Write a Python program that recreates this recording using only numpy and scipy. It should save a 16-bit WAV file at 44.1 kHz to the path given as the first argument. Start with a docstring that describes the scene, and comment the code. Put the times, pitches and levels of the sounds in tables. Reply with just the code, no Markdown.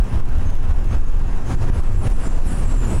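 """First comes a strong low buffet of air: we are riding inside a rubber-tyred train in a tunnel.
Filtered noise makes the buffeting, the tyre rumble, the drone of the car body and an even roar; narrow bands
of noise make a faint whine and short high squeals of metal on the rail, which crowd together towards the end.
The buffeting drives the recorder's limiter: the roar ducks under each pressure surge and swells in the lulls.
Faint ticks ride on the pressure waves, and single dry clicks stand out."""
import sys
import numpy as np
from scipy import signal
from scipy.fft import rfft, irfft, next_fast_len
from scipy.io import wavfile
from scipy.ndimage import uniform_filter1d, minimum_filter1d, map_coordinates

SR = 44100
rng = np.random.default_rng(int(sys.argv[2]) if len(sys.argv) > 2 else 0)


def to_wav(sig):
    """Store sig (one row per channel, or 1-D mono) as 16-bit WAV at the path in sys.argv[1].

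    Samples outside -1..1 are clipped; the rate is SR.
    """
    pcm = np.clip(np.atleast_2d(sig), -1, 1) * 32767
    pcm = np.round(pcm).astype(np.int16)
    wavfile.write(sys.argv[1], SR, pcm.T)  # frames by channels


N = 132300  # samples: 3 seconds

# The ..._TRIM_DB settings are added to the levels in their tables.
# All spectra give relative loudness only: the noise they shape is scaled to rms 1.

# Sharpest clicks of the crackle: (time [s], peak level before the trim [dB])
CLICKS = [(0.0433, -43.5), (0.1366, -53.5), (0.16, -53), (0.2567, -45.5), (0.2892, -45), (0.385, -42),
          (0.4274, -56), (0.5024, -39.5), (0.5544, -41.5), (0.6312, -46), (0.7687, -48), (0.845, -43.5),
          (0.9822, -50.5), (1.1952, -44), (1.217, -49.5), (1.3977, -52), (1.7285, -51), (1.8016, -47.5),
          (1.8352, -43.5), (1.931, -44.5), (2.1024, -39), (2.166, -43), (2.1987, -41), (2.379, -46.5),
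          (2.5283, -39), (2.5619, -46.5)]
CLICK_TRIM_DB, CLICK_DECAY_S = 15.5, 0.00003
# Crackle and hiss of the recorder; tick levels are relative to the sound they ride on
TICKS_PER_S, TICK_DB, TICK_SPREAD_DB, TICK_DECAY_S = 135, -25.5, 2.5, 0.00004
HISS_DB = -72

# Tones of the drive: (pitch [Hz], level [dB])
WHINE_TONES = [(259, -42.5), (771, -54.5), (1497, -75.5), (1599, -58.5), (1856, -61), (2523, -65.5),
               (2636, -63), (2743, -67.5)]
WHINE_WIDTH_HZ = 13.1

# Pressure surges: (start [s], length [s], strength [dB])
SURGES = [(0.195, 0.091, -1.5), (0.479, .06, -5), (0.561, 0.1088, -5.5), (0.715, 0.0426, 0.5),
          (0.945, 0.0532, -3), (1.107, 0.064, -0.5), (1.218, 0.036, -2), (1.544, 0.0594, -3),
          (1.7, 0.0442, 5), (1.8, 0.068, 1.5), (2.075, 0.0421, 2), (2.153, 0.047, -1), (2.276, 0.0633, 0),
          (2.402, 0.0431, -2), (2.75, 0.0457, -12.5), (2.953, 0.099, -12)]
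# Strength of the buffeting, with its lulls: (time [s], level before the trims [dB])
BUFFET_LEVEL = [(0, 0), (.08, -25.5), (.18, -10), (.23, -10.5), (.83, -11), (.88, -11), (.94, -22),
                (.98, -9), (1.2, -16.5), (1.42, -13), (1.48, -20), (1.67, -17.5), (1.72, -8.5), (2, -13.5),
                (2.05, -31.5), (2.12, -10.5), (2.5, -13), (2.62, -11.5), (2.84, -13), (2.92, -18), (3, -4)]
# Colour of the air turbulence: (frequency [Hz], relative level [dB])
TURBULENCE_SPECTRUM = [(3, -55), (7, -5), (10, -7.5), (17, 11.5), (23, -8), (30, 4.5), (36, -2.5),
                       (45, -40), (70, -40), (150, -96)]
TURBULENCE_TRIM_DB, PUMPING_TRIM_DB = 0.5, -2
PUMPING_HZ, PUMPING_WANDER = 17, 0.36  # middle rate, and its spread as a natural logarithm

# Thumps of the tyres on uneven track: (middle [s], pitch [Hz], peak level [dB])
THUMPS = [(0.124, 102.7, -25.5), (.382, 67, -8.5), (0.471, 88.6, -12), (0.547, 81.5, -13),
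          (0.703, 72.2, -8), (0.898, 65, -16.5), (0.938, 97.8, -14), (1.184, 61.4, -16.5),
          (1.515, 96.6, -15.5), (1.616, 99.6, -17), (1.776, 86, -13), (2.061, 96, -17),
          (2.666, 87.4, -15.5), (2.95, 84, -13.5)]
THUMP_WIDTH_S = 0.01797

# Tyre rumble over time: (time [s], level before the trim [dB])
RUMBLE_LEVEL = [(0, -32), (.14, -20.5), (.25, -25), (.45, -24), (.7, -20.5), (.83, -23.5), (.93, -21),
                (1.05, -23.5), (1.38, -29.5), (1.51, -23.5), (1.77, -20.5), (1.89, -21), (2.02, -22),
                (2.16, -28), (2.3, -24.5), (2.42, -22), (2.58, -25), (2.77, -23.5), (3, -19.5)]
# Colour of the tyre rumble: (frequency [Hz], relative level [dB])
RUMBLE_SPECTRUM = [(25, 0.5), (40, -8.5), (60, 5.5), (78, -1.5), (100, -1.5), (118, -1), (135, -11),
                   (175, -16), (240, -24), (500, -95)]
# Low drone of the car body over time: (time [s], level before the trim [dB])
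DRONE_LEVEL = [(0, -33), (.14, -29.5), (.25, -32.5), (.6, -33), (.94, -31), (1.4, -36), (1.51, -29),
               (1.85, -32), (2.05, -30), (2.15, -29.5), (2.53, -31.5), (2.62, -27.5), (2.82, -30),
               (2.925, -25), (3, -36.5)]
# Colour of the drone: (frequency [Hz], relative level [dB])
DRONE_SPECTRUM = [(90, -51), (145, -2), (178, 1.5), (205, -2.5), (235, -1.5), (260, 0), (305, -7.5),
                  (362, -3), (410, -13), (480, -13.5), (900, -51.5)]
RUMBLE_TRIM_DB, DRONE_TRIM_DB = 3.5, -1
# Roar over time: (time [s], level [dB])
ROAR_LEVEL = [(0, -34.5), (.11, -34.5), (.18, -32), (.24, -38), (.32, -34), (.48, -33), (.6, -35.5),
              (.71, -31), (.83, -36.5), (.89, -33.5), (.94, -31), (1.02, -38), (1.1, -36), (1.38, -38.5),
              (1.46, -38), (1.515, -31), (1.575, -36.5), (1.625, -28.5), (1.66, -37.5), (1.695, -32),
              (1.74, -29.5), (1.9, -35), (2, -37), (2.07, -30), (2.15, -35), (2.26, -32.5), (2.38, -33),
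              (2.55, -34), (2.6, -32), (2.68, -31), (2.735, -30), (2.78, -37), (2.87, -31), (2.93, -31),
              (3, -33.5)]
# Colour of the roar: (frequency [Hz], relative level [dB])
ROAR_SPECTRUM = [(100, 3.5), (250, -4.5), (450, 1), (750, -0.87), (1050, -2.05), (1500, -6), (2100, -13.5),
                 (2800, -14), (3700, -22), (6000, -42)]
# Treble sizzle against the roar: (time [s], level before the trim [dB])
SIZZLE_LEVEL = [(0, -3.5), (1.2, -2), (1.9, -1.5), (2.4, -0.5), (3, -1.5)]
# Colour of the sizzle: (frequency [Hz], relative level [dB])
SIZZLE_SPECTRUM = [(2500, -20), (4000, -1), (5500, 0), (6700, 0), (7700, -1.5), (8400, -6), (9500, -2),
                   (10600, -5), (11900, -21), (15500, -28)]
SIZZLE_TRIM_DB = -14.5

# Squeals of metal on the rail:
# (start [s], time until it begins to die away [s], pitch [Hz], width [Hz], level before the trim [dB])
SQUEALS = [ (0.071, 0.024, 9600, 450, -54.5), (0.447, 0.057, 6384, 60, -45.5),
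           (0.652, 0.11, 13780, 70, -65), (0.852, 0.084, 6380, 55, -49), (1.042, 0.027, 6550, 250, -51),
           (1.37, 0.4, 7570, 110, -57.5), (1.45, 0.0256, 6440, 250, -50.5), (1.482, 0.053, 10270, 150, -56),
           (1.712, 0.062, 10560, 80, -48.5), (1.748, 0.101, 7885, 129, -50.5),
           (1.913, 0.195, 7600, 200, -50), (1.953, 0.088, 10070, 108, -51.5), (2.003, 0.142, 9463, 73, -47),
           (2.115, 0.13, 7910, 111, -53), (2.18, 0.068, 9330, 70, -49.5), (2.184, 0.042, 10920, 90, -53.5),
           (2.218, 0.064, 7450, 120, -48.5), (2.24, 0.14, 7180, 130, -47.5), (2.407, 0.07, 11300, 70, -52),
           (2.55, 0.069, 11200, 80, -58), (2.828, 0.092, 10990, 90, -52), (2.443, 0.129, 9538, 80, -41),
           (2.438, 0.082, 10350, 59.7, -52.5), (2.451, 0.053, 7660, 100, -44),
           (2.213, 0.34, 8210, 110, -54.5), (2.56, 0.23, 10760, 70, -53), (2.658, 0.063, 10600, 100, -53),
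           (2.568, 0.143, 8140, 122, -47), (2.55, 0.057, 13800, 150, -65), (2.66, .07, 14950, 250, -65),
           (2.77, 0.205, 14100, 250, -64.5), (2.652, 0.096, 9440, 90, -50.5),
           (2.638, 0.097, 7565, 130, -41), (2.763, 0.147, 7140, 90, -44.5), (2.848, 0.2, 8380, 35, -46),
           (2.853, 0.1, 10520, 170, -47.5), (2.875, 0.14, 7880, 100, -42), (2.9, 0.13, 9500, 140, -50)]
SQUEAL_TRIM_DB, ATTACK_S, RELEASE_S = -3, 0.027, 0.0745
FLUTTER_DB, FLUTTERS_PER_S = 1.5, 30.107  # slower unsteadiness of loudness
RASP_DB, RASPS_PER_S = 2, 170  # faster unsteadiness of loudness
SQUEAL_WAVER_HZ = 27.78  # unsteadiness of pitch

# Recorder
CEILING_DB, RECOVERY_S, LOOK_AHEAD_S = -8.5, 0.0531, 0.00146
LOW_CUT_HZ, TOP_HZ = 2, 15800


def amp(db):
    """Turn decibels into a gain."""
    return 10 ** (np.asarray(db) / 20)


def unit(x):
    """Scale to rms 1, a standard average loudness."""
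    return x / np.sqrt(np.mean(x ** 2) + 1e-20)


def curve(rows):
    """Join (time, value) points by straight lines, one value per sample."""
    return np.interp(np.arange(N) / SR, *np.transpose(rows))


def wobble(rate):
    """Draw a smooth random curve through `rate` random points a second."""
    points = rng.standard_normal(N // 20)
    return map_coordinates(points, [np.arange(N) * rate / SR + 2])


def filtered(x, response):
    """Multiply each frequency in x by the gain that response gives for it."""
    size = next_fast_len(N + SR // 2)  # padded so the end does not wrap round to the start
    hz = np.fft.rfftfreq(size, 1 / SR)
    return irfft(rfft(x, size) * response(hz), size)[:N]


def rush(spectrum, patchy_db):
    """Make coloured noise of rms 1, with random louder and softer patches in time and frequency."""
    grid = signal.stft(rng.standard_normal(N), nperseg=512)[2]
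    patches = uniform_filter1d(rng.standard_normal(grid.shape), 5, 0)
    patches = unit(uniform_filter1d(patches, 12, 1))
    noise = signal.istft(grid * amp(patchy_db * patches), nperseg=512)[1][:N]
    f, db = np.transpose(spectrum)

    def colour(hz):
        return amp(np.interp(np.log(hz + 1), np.log(f + 1), db))

    return unit(filtered(noise, colour))


def ring(pitch_hz, width_hz, waver_hz=0):
    """A resonance kept ringing by friction: a fuzzy tone of rms 1 whose pitch may waver."""
    hz = np.fft.rfftfreq(N, 1 / SR)
    resonance = 1 / (1 + ((hz - pitch_hz) / width_hz) ** 2)
    line = signal.hilbert(irfft(rfft(rng.standard_normal(N)) * resonance, N))
    evened = line / np.sqrt(np.abs(line) + 1e-12)  # softens the swings in loudness
    drift = np.exp(2j * np.pi * np.cumsum(waver_hz * wobble(25)) / SR)
    return unit((evened * drift).real)


def ticks(x):
    """A faint irregular crackle; each tick scales with the pressure wave that it rides on."""
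    sizes = amp(TICK_DB + TICK_SPREAD_DB * np.minimum(rng.standard_normal(N), 2))
    hits = sizes * (rng.random(N) < TICKS_PER_S / SR)
    return x * signal.lfilter([1], [1, -np.exp(-1 / (TICK_DECAY_S * SR))], hits)


def clicks():
    """Single dry clicks: sudden steps up or down that die away almost at once."""
    hits = np.zeros(N)
    for time, db in CLICKS:
        hits[round(time * SR)] = amp(db + CLICK_TRIM_DB) * rng.choice([-1, 1])
    return signal.lfilter([1], [1, -np.exp(-1 / (CLICK_DECAY_S * SR))], hits)


def whine():
    """Faint, slightly unsteady tones of the drive, each a narrow band of noise."""
    return sum(amp(db) * ring(hz, WHINE_WIDTH_HZ) for hz, db in WHINE_TONES)


def surges():
    """Each pressure surge is a steep push followed by a weaker rebound."""
    t, out = np.arange(N) / SR, np.zeros(N)
    for start, length, db in SURGES:
        progress = np.clip((t - start) / length, 0, 1)
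        out += amp(db) * np.sin(2 * np.pi * progress) * np.cos(np.pi * progress / 2)
    return out


def air():
    """Very slow pressure waves: turbulence, pumping at a wandering rate, and single surges."""
    rate = PUMPING_HZ * np.exp(PUMPING_WANDER * wobble(18))
    pumping = unit(np.sin(2 * np.pi * np.cumsum(rate) / SR))
    turbulence = rush(TURBULENCE_SPECTRUM, patchy_db=-1.0)
    buffeting = amp(TURBULENCE_TRIM_DB) * turbulence + amp(PUMPING_TRIM_DB) * pumping
    return amp(curve(BUFFET_LEVEL)) * buffeting + surges()


def thumps():
    """Each bump sways the car body for a few cycles, swelling and fading smoothly."""
    t, out = np.arange(N) / SR, np.zeros(N)
    for middle, hz, db in THUMPS:
        envelope = np.exp(-((t - middle) / THUMP_WIDTH_S) ** 2)
        out += amp(db) * envelope * np.sin(2 * np.pi * (hz * (t - middle) + rng.random()))
    return out


def tyres():
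    """Lumpy rumble and a drone through the car body, and the rough roar and sizzle thrown back by the tunnel."""
    bumps_db = 1.05 * wobble(34.901)  # shared, so that all the layers swell together
    rumble_gain = amp(curve(RUMBLE_LEVEL) + RUMBLE_TRIM_DB + bumps_db)
    rumble = rumble_gain * rush(RUMBLE_SPECTRUM, patchy_db=1.0)
    drone_gain = amp(curve(DRONE_LEVEL) + DRONE_TRIM_DB + 1.36 * bumps_db)
    drone = drone_gain * rush(DRONE_SPECTRUM, patchy_db=-0.3344)
    sizzle = amp(SIZZLE_TRIM_DB + curve(SIZZLE_LEVEL)) * rush(SIZZLE_SPECTRUM, patchy_db=2.0)
    roar = rush(ROAR_SPECTRUM, patchy_db=1.1055) + sizzle
    return rumble + drone + amp(curve(ROAR_LEVEL) + 0.983 * bumps_db) * roar


def squeals():
    """Sliding contacts catch on one high mode after another; each swells, flutters, rasps and dies away."""
    t, out = np.arange(N) / SR, np.zeros(N)
    for start, length, hz, width, db in SQUEALS:
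        swell = np.clip((t - start) / ATTACK_S, 0, 1)
        fade = np.exp(-np.maximum(t - start - length, 0) / RELEASE_S)
        flutter_db = FLUTTER_DB * wobble(FLUTTERS_PER_S) + RASP_DB * wobble(RASPS_PER_S)
        out += amp(db + flutter_db) * swell * fade * ring(hz, width, SQUEAL_WAVER_HZ)
    return amp(SQUEAL_TRIM_DB) * out


def scene():
    """Everything at one microphone in the car."""
    return (whine() + air() + thumps() + tyres() + squeals())[None]


def limiter(x):
    """Peaks over the ceiling pull the gain down quickly; it then recovers exponentially."""
    fall = np.arange(N) / SR / RECOVERY_S
    excess_db = np.maximum(20 * np.log10(np.abs(x) + 1e-9) - CEILING_DB, 1e-9)
    # Hold the highest excess so far, while each one shrinks with time
    held_db = np.exp(np.maximum.accumulate(np.log(excess_db) + fall) - fall)
    size = max(int(LOOK_AHEAD_S * SR), 1)
    gain_db = uniform_filter1d(minimum_filter1d(-held_db, size), size)
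    return x * amp(gain_db)


def record(dry):
    """The hard-driven recorder limits peaks, crackles, hisses faintly and cuts all above its band limit."""
    limited = limiter(dry[0])
    hiss = amp(HISS_DB) * rng.standard_normal(N)
    noisy = limited + ticks(limited) + clicks() + hiss

    def band(hz):
        return (hz < TOP_HZ) * hz / np.hypot(hz, LOW_CUT_HZ)

    return filtered(noisy, band)[None]


dry = scene()
out = record(dry)
to_wav(out)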